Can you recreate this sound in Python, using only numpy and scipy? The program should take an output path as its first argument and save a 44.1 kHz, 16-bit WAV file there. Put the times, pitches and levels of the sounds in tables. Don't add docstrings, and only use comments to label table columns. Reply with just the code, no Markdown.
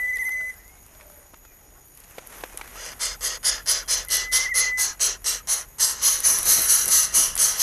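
import sys
import numpy as np
from scipy import signal
from scipy.io import wavfile
from scipy.ndimage import uniform_filter1d

SR = 44100
rng = np.random.default_rng(int(sys.argv[2]) if len(sys.argv) > 2 else 0)


def log_audio(samples):
    frames = np.atleast_2d(samples).T
    limited = np.clip(frames, -1, 1)
    pcm = np.round(limited * 32767).astype(np.int16)
    wavfile.write(sys.argv[1], SR, pcm)


def elevation(decibels):
    levels = np.asarray(decibels, float)
    return 10 ** (levels / 20)


N = 336042
T = np.arange(N) / SR


def evened(x):
    return x / np.sqrt(np.mean(x ** 2) + 1e-20)


def columns(rows, t, **ends):
    s, *values = np.transpose(rows)
    return [np.interp(t, s, v, **ends) for v in values]


def bump(x, centre, width):
    return np.exp(-((x - centre) / width) ** 2)


def band(x, lo_hz, hi_hz, order=2):
    return signal.sosfilt(signal.butter(order, [lo_hz, hi_hz], "bandpass", fs=SR, output="sos"), x)


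def band_noise(lo_hz, hi_hz, order=2):
    return evened(band(rng.standard_normal(N), lo_hz, hi_hz, order))


def wander(n, size):
    return evened(uniform_filter1d(rng.standard_normal(n), size))


def colour(x, gain, size=256):
    hop = dict(nperseg=size, noverlap=3 * size // 4)
    hz, t, z = signal.stft(x, SR, **hop)
    return signal.istft(z * gain(hz[:, None], t), SR, **hop)[1][:N]


def noise(points, patchy_db):
    f, db = np.transpose(points)

    def gain(hz, t):
        grain = rng.standard_normal((len(t), len(hz)))
        grain = uniform_filter1d(grain, size=8, axis=0)
        patches = evened(uniform_filter1d(grain, size=24, axis=1)).T
        return elevation(np.interp(np.log(hz + 1), np.log(f), db) + patchy_db * patches)
    return evened(colour(rng.standard_normal(N), gain, size=1024))


# [t/s, f/Hz, level/dB]
CALLS = [
    [(0, 1993, -27.5), (.05, 1986, -24.5), (.078, 1996, -26.5), (.105, 2000, -25.5), (.15, 1997, -27.5),
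     (.27, 2015, -26), (.33, 2023, -27.5), (.44, 2007, -29), (.505, 2030, -32), (.52, 1965, -44)],
    [(4.072, 2030, -50), (4.088, 2030, -43), (4.15, 1980, -33), (4.25, 2010, -35.5), (4.38, 2030, -28),
     (4.45, 2080, -28.5), (4.7, 1997, -25.5), (4.815, 2017, -28), (4.84, 1970, -37)],
]
# [t/s, pitch drop/Hz, level drop/dB]
TRILL = [(.066, 18, 2.5), (.119, 53, 5), (0.175, 130, 11), (0.234, 136, 9.5), (0.293, 85, 5.5),
         (.352, 45, -0.5), (4.415, 56, 8), (4.472, 200, 4), (4.505, -54, 1), (4.531, 210, 4),
         (4.589, 153, 5), (4.651, 96, 8), (4.706, 19, 1.5)]
# [multiple, level/dB]
OVERTONES = [(1, 0.5), (2, -42), (3, -18.5), (4, -29.5), (5, -45)]
# [delay/s, level/dB]
ECHOES = [(.038, -18.5), (.075, -30), (.105, -30), (.14, -31)]


def whistler():
    out = np.zeros(N)
    for rows in CALLS:
        at = slice(round(rows[0][0] * SR), round(rows[-1][0] * SR))
        t = T[at]
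        hz, db = columns(rows, t)
        steady_db = db
        for s, drop_hz, drop_db in TRILL:
            w = .008 + .000035 * drop_hz
            side_s = np.where(t > s, 1.3 * w, w)
            pinch = np.exp(-np.abs((t - s) / side_s) ** 1.49)
            hz = hz + drop_hz * (.3 * bump(t, s, .05) - pinch)
            db = db - drop_db * bump(t, s + 0.46 * w, 0.61 * w)
            db = db + .022 * drop_hz * bump(t, s - .45 * w, .5 * w)
        db = db - .05 * np.maximum(hz - 2060, 0)
        veil_db = 0.5 * np.maximum(2030 - hz, 0)
        turn = 2 * np.pi * np.cumsum(hz) / SR
        tone = 0
        for k, level in OVERTONES:
            k_db = level + 0.69 * (k - 1) * np.minimum(db - steady_db, 0)
            if k > 1:
                k_db = k_db - 0.82 * rows[0][0] - veil_db * (1 if k % 2 else 0.19)
            tone = tone + elevation(k_db) * np.sin(k * turn)
        out[at] += np.sqrt(2) * elevation(db) * tone
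    return out + sum(elevation(db) * np.pad(out, (round(s * SR), 0))[:N] for s, db in ECHOES)


def add_far_note(out, start, length, top_db, pitch, throb_db=0):
    u = np.linspace(0, 1, round(length * SR))
    db = top_db - 7 * (2 * u - 1) ** 2 - throb_db * np.sin(np.pi * 26.5 * length * u) ** 2
    db = db + 2.2 * wander(len(u), 400)
    hz = pitch(u) + 16 * wander(len(u), 300)
    tone = np.sin(2 * np.pi * np.cumsum(hz) / SR) * signal.windows.tukey(len(u), .2)
    out[round(start * SR):][:len(u)] += np.sqrt(2) * elevation(db) * tone


# [t/s, length/s, top f/Hz, level/dB]
COOS = [
    (.05, .07, 870, -62),
    (.18, .14, 930, -58),
    (.305, .21, 635, -56),
    (.37, .13, 490, -62),
]
# [t/s, length/s,
# from f/Hz, to f/Hz, level/dB]
SLIDES = [(0, .17, 630, 530, -60), (.04, .12, 1690, 1500, -63), (.07, .03, 3450, 3350, -62),
          (.402, .018, 1500, 1450, -47), (.545, .095, 1480, 1900, -60), (.625, .115, 1880, 2170, -58),
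          (.73, .07, 2175, 2180, -65), (1.0, .035, 2500, 2450, -61), (1.45, .09, 2600, 2400, -66),
          (1.72, .1, 1000, 1130, -67), (2.51, .05, 2500, 2450, -57), (2.752, .05, 1200, 1400, -46),
          (3.17, .035, 750, 900, -56), (3.595, .022, 1420, 1380, -47), (3.822, .022, 1420, 1380, -47),
          (3.835, .04, 3350, 3250, -59)]


def far_birds():
    out = np.zeros(N)
    for s, length, f, db in COOS:
        add_far_note(out, s, length, db, lambda u: f * (1 - .19 * (2 * u - 1) ** 2))
    purr = (.88, .42, 650, 570, -55)
    for row in SLIDES + [purr]:
        s, length, a, b, db = row
        glide = lambda u: a + (b - a) * np.sin(np.pi * u / 2)
        add_far_note(out, s, length, db, glide, throb_db=12 if row is purr else 0)
    return out


# [f/Hz, level/dB per Hz]
AIR = [(12, -35), (20, 28), (49, -7), (225, -26), (264, -10), (884, -7.5), (1070, -57), (1220, -15),
       (4430, -26.5), (6630, -13), (7380, -55), (9150, -28), (12300, -0.5), (16000, -49), (22000, -120)]


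def air():
    bed = noise(AIR, patchy_db=4.5)
    return elevation(-56) * bed / np.std(band(bed, 150, 12300, order=4))


# [t/s, level/dB]
BREEZE = [
    (0, -52.5),
    (1.4, -56.5),
    (1.51, -56),
    (1.9, -56),
    (2.75, -52.5),
    (4.12, -50.5),
    (5.67, -53),
    (6.53, -46),
    (7.62, -48.5),
]
# [t/s, level/dB]
THUMPS = [
    (6.33, -48),
    (6.389, -54),
    (6.48, -43.5),
    (6.59, -39.5),
    (6.88, -40.5),
    (7.19, -38.5),
]


def wind():
    wind_db = columns(BREEZE, T)[0]
    knocks = elevation(-74 + 4.6 * (wind_db + 51))
    knocks = knocks + sum(elevation(db) * bump(T, s, 0.023) for s, db in THUMPS)
    return band_noise(30, 58, order=1) * elevation(wind_db) + band_noise(110, 740) * knocks


# [t/s, level/dB]
STIR = [
    (0, -66),
    (.85, -72),
    (1.0, -67.5),
    (1.4, -74),
    (1.9, -74.5),
    (2.12, -64.5),
    (2.28, -64.5),
    (2.34, -56),
    (2.5, -62),
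    (2.75, -59),
]
# [f/Hz, level/dB per Hz]
RUSTLE = [(88, -46), (150, -5), (331, -1), (377, 0), (1060, 2), (1770, 0), (1980, 1), (4540, -12),
          (6100, -3.5), (8000, -10.5), (12300, -5), (16000, -37), (22000, -120)]
# [t/s, half length/s, level/dB]
GUSTS = [
    (.005, 0.021, 11.5),
    (.245, 0.075, 20),
    (0.486, 0.044, 11),
    (.7, 0.054, 6),
]


def leaves():
    rustle_db = columns(STIR, T)[0]
    gusts_db = sum(db / (1 + ((T - s) / half) ** 2) for s, half, db in GUSTS)
    fizz_db = rustle_db + 8 + gusts_db - np.clip(2.7 * (T - 3.6), 0, 4.0)
    specks = (rng.random(N) < 90 / SR) * np.minimum(rng.exponential(100, N), 160)
    crackle = 1 + .5 * uniform_filter1d(specks, 100)
    rustle = noise(RUSTLE, patchy_db=1.3) * crackle
    rustle = rustle / np.std(band(rustle, 2400, 4500, order=4))
    fizz_shape = [(6000, -30), (9500, -13), (11000, -6), (12300, 0), (12600, -60)]  # f/Hz, dB
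    fizz = noise(fizz_shape, patchy_db=2.0) * crackle
    settle = elevation(-np.clip(20.0 * (T - 2.75), 0, 11.0))
    return settle * elevation(rustle_db + 3.0) * rustle + elevation(fizz_db) * evened(fizz)


# [t/s, length/s, level/dB]
CHIRRS = [
    (0.01, 0.53, -59),
    (.7, 0.55, -63),
    (1.52, 0.49, -63),
    (2.1, 0.43, -66),
]


def insects():
    swell = elevation(-80)
    for s, length, db in CHIRRS:
        u = np.clip((T - s) / length, 0, 1)
        swell = swell + elevation(db - 14 * (1 - u) ** 2) * (T > s) * (T < s + length)
    return elevation(-60.5) * band_noise(6670, 6860) + swell * band_noise(9380, 9560)


def ticks(rows, ring_s=0.009, crack_s=.008, knock_s=0.026):
    out, t = np.zeros(N + 2000), T[:2000]
    for s, db, hz, crack_db in rows:
        grit = rng.standard_normal(2000)
        ring = np.sin(2 * np.pi * hz * t) * elevation(-60 * t / (ring_s + 3.5 / hz))
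        knock = band(grit, 0.61 * hz, min(1.31 * hz, 15000), order=1) * elevation(8.5 - 60 * t / knock_s)
        crack = band(grit, max(2500, 0.89 * hz), 18000, order=3) * elevation(crack_db - 60 * t / crack_s)
        share = np.sqrt(max(1 - elevation(2 * crack_db), .05))
        out[round(s * SR):][:2000] += elevation(db) * (share * (0.8 * ring + knock) + 0.76 * crack)
    return band(out[:N], 190, 16000)


# [t/s, peak level/dB, ring f/Hz, crack level/dB]
TWIGS = [(.159, -33, 3500, 2), (.171, -25, 696, 0), (0.183, -37, 2680, -7), (0.29, -33, 1420, -4),
         (0.321, -34, 3000, 4), (.409, -37, 1500, -8), (.499, -40, 1530, -4), (.54, -42, 7070, 0),
         (.679, -42, 5000, 5), (.95, -50, 3000, -8), (1.0, -43, 1200, -12), (1.01, -43, 2280, -10),
         (1.1, -37, 800, -1), (1.335, -35, 300, -18), (1.337, -40, 700, -14), (1.342, -37, 1300, -12),
         (1.451, -41, 1500, -14), (1.975, -37, 2400, 0), (2.01, -44, 2500, 0), (2.038, -38, 3000, 0),
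         (2.043, -40, 2500, 2), (2.111, -43, 1800, -4), (2.182, -24, 520, -12), (2.183, -31, 2300, -8),
         (2.19, -34, 1240, -5), (2.41, -38, 1200, -18), (2.437, -18, 680, -18), (2.438, -29, 2400, -14),
         (2.544, -38, 450, -15), (2.575, -34, 2600, -6), (2.574, -27, 7000, 6), (2.595, -31, 900, -8),
         (2.612, -27, 950, -12), (2.613, -30, 2300, -8), (3.581, -30, 1370, -8), (7.364, -23, 1590, -8),
         (7.377, -9, 6000, 3)]
# [t/s, peak level/dB]
SNAPS = [(0.0507, -41), (0.158, -30), (0.169, -29), (0.2923, -26.5), (0.339, -36), (0.5406, -37),
         (0.6498, -43), (0.8269, -41), (0.8633, -35), (1.1133, -40), (1.3732, -43), (1.844, -50),
         (1.8999, -50), (1.9498, -41), (1.974, -36), (2.0014, -32), (2.1091, -36), (2.272, -28),
         (2.2804, -49), (2.3015, -42), (2.7955, -37)]


def twigs():
    return ticks(TWIGS + [(s, db - 1, 11600, 13.5) for s, db in SNAPS])


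# [t/s, f/Hz, level/dB]
HUM = [
    (2.2, 42, -70),
    (2.5, 43, -57),
    (3.22, 44.2, -51.5),
    (3.5, 44.3, -48.5),
    (4.4, 43.7, -45.5),
    (4.85, 43.8, -51),
    (4.95, 44.1, -57),
    (5.25, 44, -49),
    (5.6, 44.1, -63),
    (6.2, 44.3, -70),
]


def engine():
    hz, db = columns(HUM, T, left=-70, right=-70)
    waver = evened(uniform_filter1d(uniform_filter1d(rng.standard_normal(N), size=3000), size=3000))
    return np.sqrt(2) * elevation(db + 2.2 * waver) * np.sin(2 * np.pi * np.cumsum(hz) / SR)


# [t/s, peak level/dB]
BEAK = [(2.574, -24), (2.587, -38), (4.169, -14), (6.188, -24), (6.204, -13), (6.387, -8), (6.455, -11),
        (6.88, -12), (6.887, -15), (7.363, -24), (7.366, -21), (7.369, -24),
        (2.811, -40), (2.852, -32), (2.862, -29), (2.918, -38), (3.374, -34), (3.978, -24), (4.049, -29),
          (4.085, -27), (6.43, -11), (6.662, -16), (6.857, -12), (6.986, -16), (7.354, -15)]


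def beaks():
    return ticks([(s, db, 10600, 13.5) for s, db in BEAK])


# [t/s, rise/s, length/s, peak level/dB, dulling/dB]
RASPS = [(2.747, 0.18, 0.2, -38, 2), (2.994, 0.047, 0.18, -26.5, 9), (3.208, 0.075, 0.18, -26, 11),
         (3.43, 0.053, 0.21, -20.5, 13), (3.659, 0.058, 0.2, -19, 10), (3.877, 0.065, 0.2, -21, 9),
         (4.088, 0.068, 0.21, -20.5, 9), (4.315, 0.049, 0.2, -18.5, 9), (4.54, 0.063, 0.2, -21, 16.5),
         (4.773, 0.044, 0.19, -21.5, 11), (4.993, 0.04, 0.19, -20, 9.5), (5.243, 0.035, 0.18, -23, 4),
         (5.472, 0.055, 0.19, -22, 2.5), (5.784, 0.043, 0.2, -18.5, -1), (6.013, 0.069, 0.22, -16.5, -1),
         (6.232, .035, 0.2, -19, -1.5), (6.438, 0.086, 0.19, -16.5, -0.5), (6.666, 0.043, 0.24, -18, 2.5),
         (6.876, 0.067, 0.26, -16.5, 0.5), (7.123, 0.047, 0.22, -17.5, 1), (7.378, 0.053, 0.19, -18.5, 3.5),
         (7.571, 0.06, 0.19, -17.5, 0)]
# [t/s, rise/s, length/s, peak level/dB, dulling/dB]
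SIBLING = [
    (5.899, 0.11, 0.42, -37, 0),
    (6.109, 0.03, 0.44, -35, -7),
    (6.32, 0.028, 0.18, -27.5, -8),
    (6.539, 0.055, 0.25, -24.5, -5.5),
    (6.76, 0.043, 0.19, -30, -9),
    (6.99, 0.053, 0.084, -24.5, 10),
    (7.04, 0.05, 0.17, -38.5, -8),
    (7.22, 0.047, 0.18, -34, -7),
    (7.48, 0.035, 0.31, -30, -2.5),
]
# [beak opens/s, push ends/s, drop after push/dB, side band level/dB, top level/dB]
PUSH = [(0.0095, .15, 6, 5, 2), (0.0044, 0.08, 3.5, 8.5, -2.5), (0.012, 0.075, 4, 0.5, 1),
        (.014, 0.073, 4.5, -3, 0.5), (0.013, 0.07, 4, -6, 0), (0.0059, 0.07, 5, -0.5, 0.5),
        (0.014, 0.074, 4.5, 2, -3.5), (0.0062, 0.068, 5.5, -5, 1), (0.0042, 0.075, 3.5, -6, 6.5),
        (0.007, 0.084, 2.5, -1.5, 2), (0.0089, 0.085, 3, 4, -2.5), (0.01, 0.069, 1.5, 10.5, -4.5),
        (0.0086, 0.077, 5.5, -1.5, 4.5), (0.012, 0.071, 5, 4, -4), (0.0065, 0.078, 5, -6.5, -3.5),
        (0.0043, 0.081, 3.5, -3, 2.5), (0.019, .1, 3, 1, -2), (0.016, 0.096, 2, -1.5, 2.5),
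        (0.023, 0.13, 4, -1, -2), (0.016, 0.083, 1.5, -3, 1), (0.0045, 0.083, 1.5, -0.5, 0.5),
        (0.019, .08, 4, -2, -4.5)]
# [s, s, dB, dB, dB]
SIBLING_PUSH = (0.023, 0.06, 1.6, 0, 1.2)
STOPS = [4, 5, 9.7, 2.5, 3.2, 2.9, 3, 3.6, 3.24, 3.6, 3.8, 3.6, 4.1, 4.2, 3.7, 4.9, 3.7, 4.4, 3.3, 3.6, 4.4,
         3.7]
POPS = [16, 16, 14, 19, 18, 18, 20, 20, 17, 18, 19, 11, 14, 18, 18, 13, 18.5, 15, 13, 19.5, 17, 17]


def breaths(t):
    power, bright = np.full(len(t), 1e-8), np.zeros(len(t))
    count = len(SIBLING)
    shapes = zip(RASPS + SIBLING, PUSH + [SIBLING_PUSH] * count, STOPS + [4] * count, POPS + [18.5] * count)
    for (start, rise, length, peak_db, dull_db), (opens, ends, drop_db, _, top_db), bend, pop_db in shapes:
        at = slice(*np.searchsorted(t, [start, start + length]))
        since = t[at] - start
        unopened = np.clip((rise - since) / max(rise - opens, .005), 0, 1)
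        fall = np.clip((since - rise) / (length - rise), 0, 1)
        db = peak_db - 12 * unopened ** 2.7
        db = db - 5.5 * fall - 36.5 * fall ** bend
        db = db - drop_db * np.clip((since - ends) / 0.0078 + .5, 0, 1)
        db = np.where(since < opens, peak_db - pop_db + since / opens, db)
        harder_db = -1.5 + top_db + 0.67 * (peak_db + 20.5)
        dulled_db = dull_db * np.clip((since - ends) / 0.04 + .5, 0, 1)
        power[at] += elevation(2 * db)
        bright[at] += elevation(2 * db) * (harder_db - dulled_db)
    return 10 * np.log10(power), bright / power


def flutter(starts):
    since = np.abs(T - starts[np.maximum(np.searchsorted(starts, T) - 1, 0)])
    rate_hz = 270 + 90 * (1 - np.exp(-since / .06))
    turns = np.cumsum(rate_hz * np.exp(.17 * wander(N, 200))) / SR
    strength = elevation(1.5 * rng.standard_normal(N))[turns.astype(int)]
    beat = np.sin(np.pi * np.sqrt(turns % 1)) ** 4
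    clear = np.exp(-since / .045) * np.where(T > SIBLING[0][0], .6, 1)
    puffs = (1.0 - .85 * clear + (.55 + .45 * clear) * strength * beat) * rng.standard_normal(N)
    snaps = evened(strength * np.diff(np.floor(turns - .2), prepend=-1))
    drive = puffs + (.1 + .2 * clear) * snaps
    return drive / np.sqrt(uniform_filter1d(drive ** 2, size=1500))


# [f/Hz, width/Hz, level/dB]
CAVITIES = [(203, 196, -12), (4690, 64, -6), (2640, 280, -5), (3730, 130, 5.5), (5660, 66, -22),
            (7350, 240, -1.5), (9500, 360, 1), (11600, 200, 1)]


def throat(modes, hz):
    peaks = sum(elevation(2 * db) / (1 + (2 * (hz - f) / w) ** 2) ** 1.63 for f, w, db in modes)
    return 10 * np.log10(peaks) + sum(db * bump(hz, f, w) for f, w, db in CAVITIES)


# [f/Hz, width/Hz]
MOUTH_BANDS = [(1750, 1100), (3000, 860), (4250, 380), (5050, 290), (11400, 740)]
# [level in each mouth band/dB, five columns]
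GAPE = [(0.43, 1.5, 0.1, 0.1, 0.1), (-0.16, -1, 0.1, 0.1, 9), (1, 0, 0.1, 0.1, 10.5),
        (0.84, 1.5, 0.1, 1.2, 6.5), (0.84, -0.8, 0.1, 0.1, -3), (-1.5, 1.2, 1.1, 0.1, -2),
        (-1.2, 2.5, 3.4, 0.1, 9), (0.22, 1.8, 0.97, 0.1, -8), (0.66, -1.5, 0.47, 0.1, -6),
        (-1.4, -1.5, 1.24, 0.1, -7), (-2, 1.5, 1.1, 0.1, -8), (-1.94, 0.5, 1.1, 0.11, 6),
        (-1.6, -0.5, 1.2, 0.1, -11), (-1.5, -1.5, 1.5, 1.37, 4), (-2.1, 0.8, 0.097, 0.1, -0.5),
        (0.8, -1.5, 0.93, 0.095, -5), (1, 1.5, 2.1, 0.1, 3), (0.57, 0.5, 0.11, 0.091, -3),
        (-0.89, -0.5, 0.1, 0.1, -0.5), (0.12, 0.5, 0.1, 0.1, -2.5), (-0.0018, -1, 0.1, 0.102, -0.5),
        (-1.5, -1.5, 0.1, 0.13, 7)]
CREST = [.1, .1, .1, 1.1, 1.1, .1, .1, 1.1, .1, 1.1, 1.1, .1, .1, .1, 2.1, 2.4, 2.1, 2.3, 2.8, 2.2, 2, 1.1]


def mouth(hz, breath):
    side_db = np.array([0] + [row[3] for row in PUSH])[breath] * bump(hz, 8360, 1030)
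    centre, width = np.transpose(MOUTH_BANDS)
    gape_db = bump(hz, centre, width) @ np.array(GAPE[:1] + GAPE)[breath].T
    return side_db + gape_db + np.array([0] + CREST)[breath] * bump(hz, 10070, 350)


# [t/s, turned to the microphone 0-1, throat length factor]
HEAD = [(2.8, 0.34, 1.06), (3.05, 0.23, 1.046), (3.27, 0.17, 1.055), (3.5, 0.06, 1.03), (3.72, 0.27, 1.06),
        (3.93, 0.5, 1.04), (4.15, 0.48, 1.076), (4.6, 0.5, 1.039), (5.05, 1, 1.045), (5.3, 0.71, 1.08),
        (5.55, 1, 1.036), (5.85, 0.59, 1.073), (6.1, 0.88, 1.035), (6.9, 0.96, 1.04), (7.6, 0.63, 1.055)]
# [f/Hz, width/Hz, level/dB]
AWAY = [(544.7, 26, -12.5), (1410, 1100, -23), (2030, 120, -13.5), (3370, 960, -15), (5270, 1000, 2),
        (6670, 1060, 0.5), (8760, 810, -3.5), (10820, 450, 1.5), (12900, 650, -10)]
# [f/Hz, width/Hz, level/dB]
FACING = [(504, 52, -14.5), (1285, 270, -22), (1865, 1580, -19.5), (3030, 610, -19.5), (4413, 485, -15),
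          (6116, 440, -6.5), (6440, 940, -6.5), (8220, 470, -8.5), (9110, 360, -7), (10380, 850, -1),
          (12320, 2100, -1.5)]
# [effort level/dB, chest share/dB]
CHEST = [(-74, -19), (-58, 3.5), (-25.5, -13), (-25, -14), (-13, -20)]
# [delay/ms, level/dB]
LEAVES = [(2.9, -15), (4.7, -14), (7.9, -14), (12.7, -17)]


def nestlings(patchy_db=2.4):
    starts = np.array([r[0] for r in RASPS])
    ends = np.array([0] + [r[0] + r[2] for r in RASPS])
    hiss = flutter(starts)
    hiss = evened(hiss + sum(elevation(db) * np.roll(hiss, round(ms * SR / 1000)) for ms, db in LEAVES))
    posture, shift = rng.standard_normal((2, len(starts) + 1, 257))

    def gain(hz, t):
        facing, length = columns(HEAD, t)
        facing, breath = np.clip(facing, 0, 1), np.searchsorted(starts, t)
        left_s = ends[breath] - t
        moved = hz * length * (1 + 0.015 * np.clip(.5 - left_s / 0.15, -.5, .5))
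        turn = 1.1 * np.clip(.5 - left_s / .2, -.5, .5)
        first, second = (evened(uniform_filter1d(p, size=2, axis=1))[breath].T for p in (posture, shift))
        ripple_db = patchy_db * (np.cos(turn) * first + np.sin(turn) * second)
        throat_db = (1 - facing) * throat(AWAY, moved) + facing * throat(FACING, moved)
        power = elevation(2 * (throat_db + ripple_db))

        def share(lo, hi):
            inside = (hz[:, 0] > lo) & (hz[:, 0] < hi)
            return 10 * np.log10(power[inside].sum(0) / len(hz))
        effort_db, bright_db = breaths(t)
        core = share(4500, 7500)
        chest_db = columns(CHEST, effort_db)[0]
        low = np.clip((4500 - hz) / 2500, 0, 1) * (chest_db + core - share(400, 1700))
        high = np.clip((hz - 7000) / 1500, 0, 1) * (bright_db + core - share(8500, 12300))
        closing = np.clip(left_s / .07, 0, 1)
        hooked = (ends[breath] < SIBLING[0][0]) * (t < ends[breath] + .01)
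        hook = 12 * hooked * (1 - closing) * bump(hz, 1100 + 1000 * closing, 110)
        gap = -8 * bump(hz, 3880 - 320 * facing, 150)
        return np.sqrt(power) * elevation(low + high - core + hook + gap + mouth(hz, breath))
    effort = uniform_filter1d(elevation(breaths(T)[0]), size=40)
    return effort * colour(hiss, gain, size=512)


def scene():
    birds = whistler() + far_birds() + nestlings() + beaks()
    thicket = air() + wind() + leaves() + insects() + twigs()
    return (birds + thicket + engine())[None]


def roll_off(x):
    return signal.sosfilt(signal.butter(12, 12460, fs=SR, output="sos"), x)


def record(dry):
    edge = signal.firwin(511, 12380, window=("kaiser", 6.5), fs=SR)
    soft = .52 * np.tanh(dry / .52)
    return roll_off(signal.oaconvolve(soft, edge[None], "same"))


dry = scene()
out = record(dry)
log_audio(out)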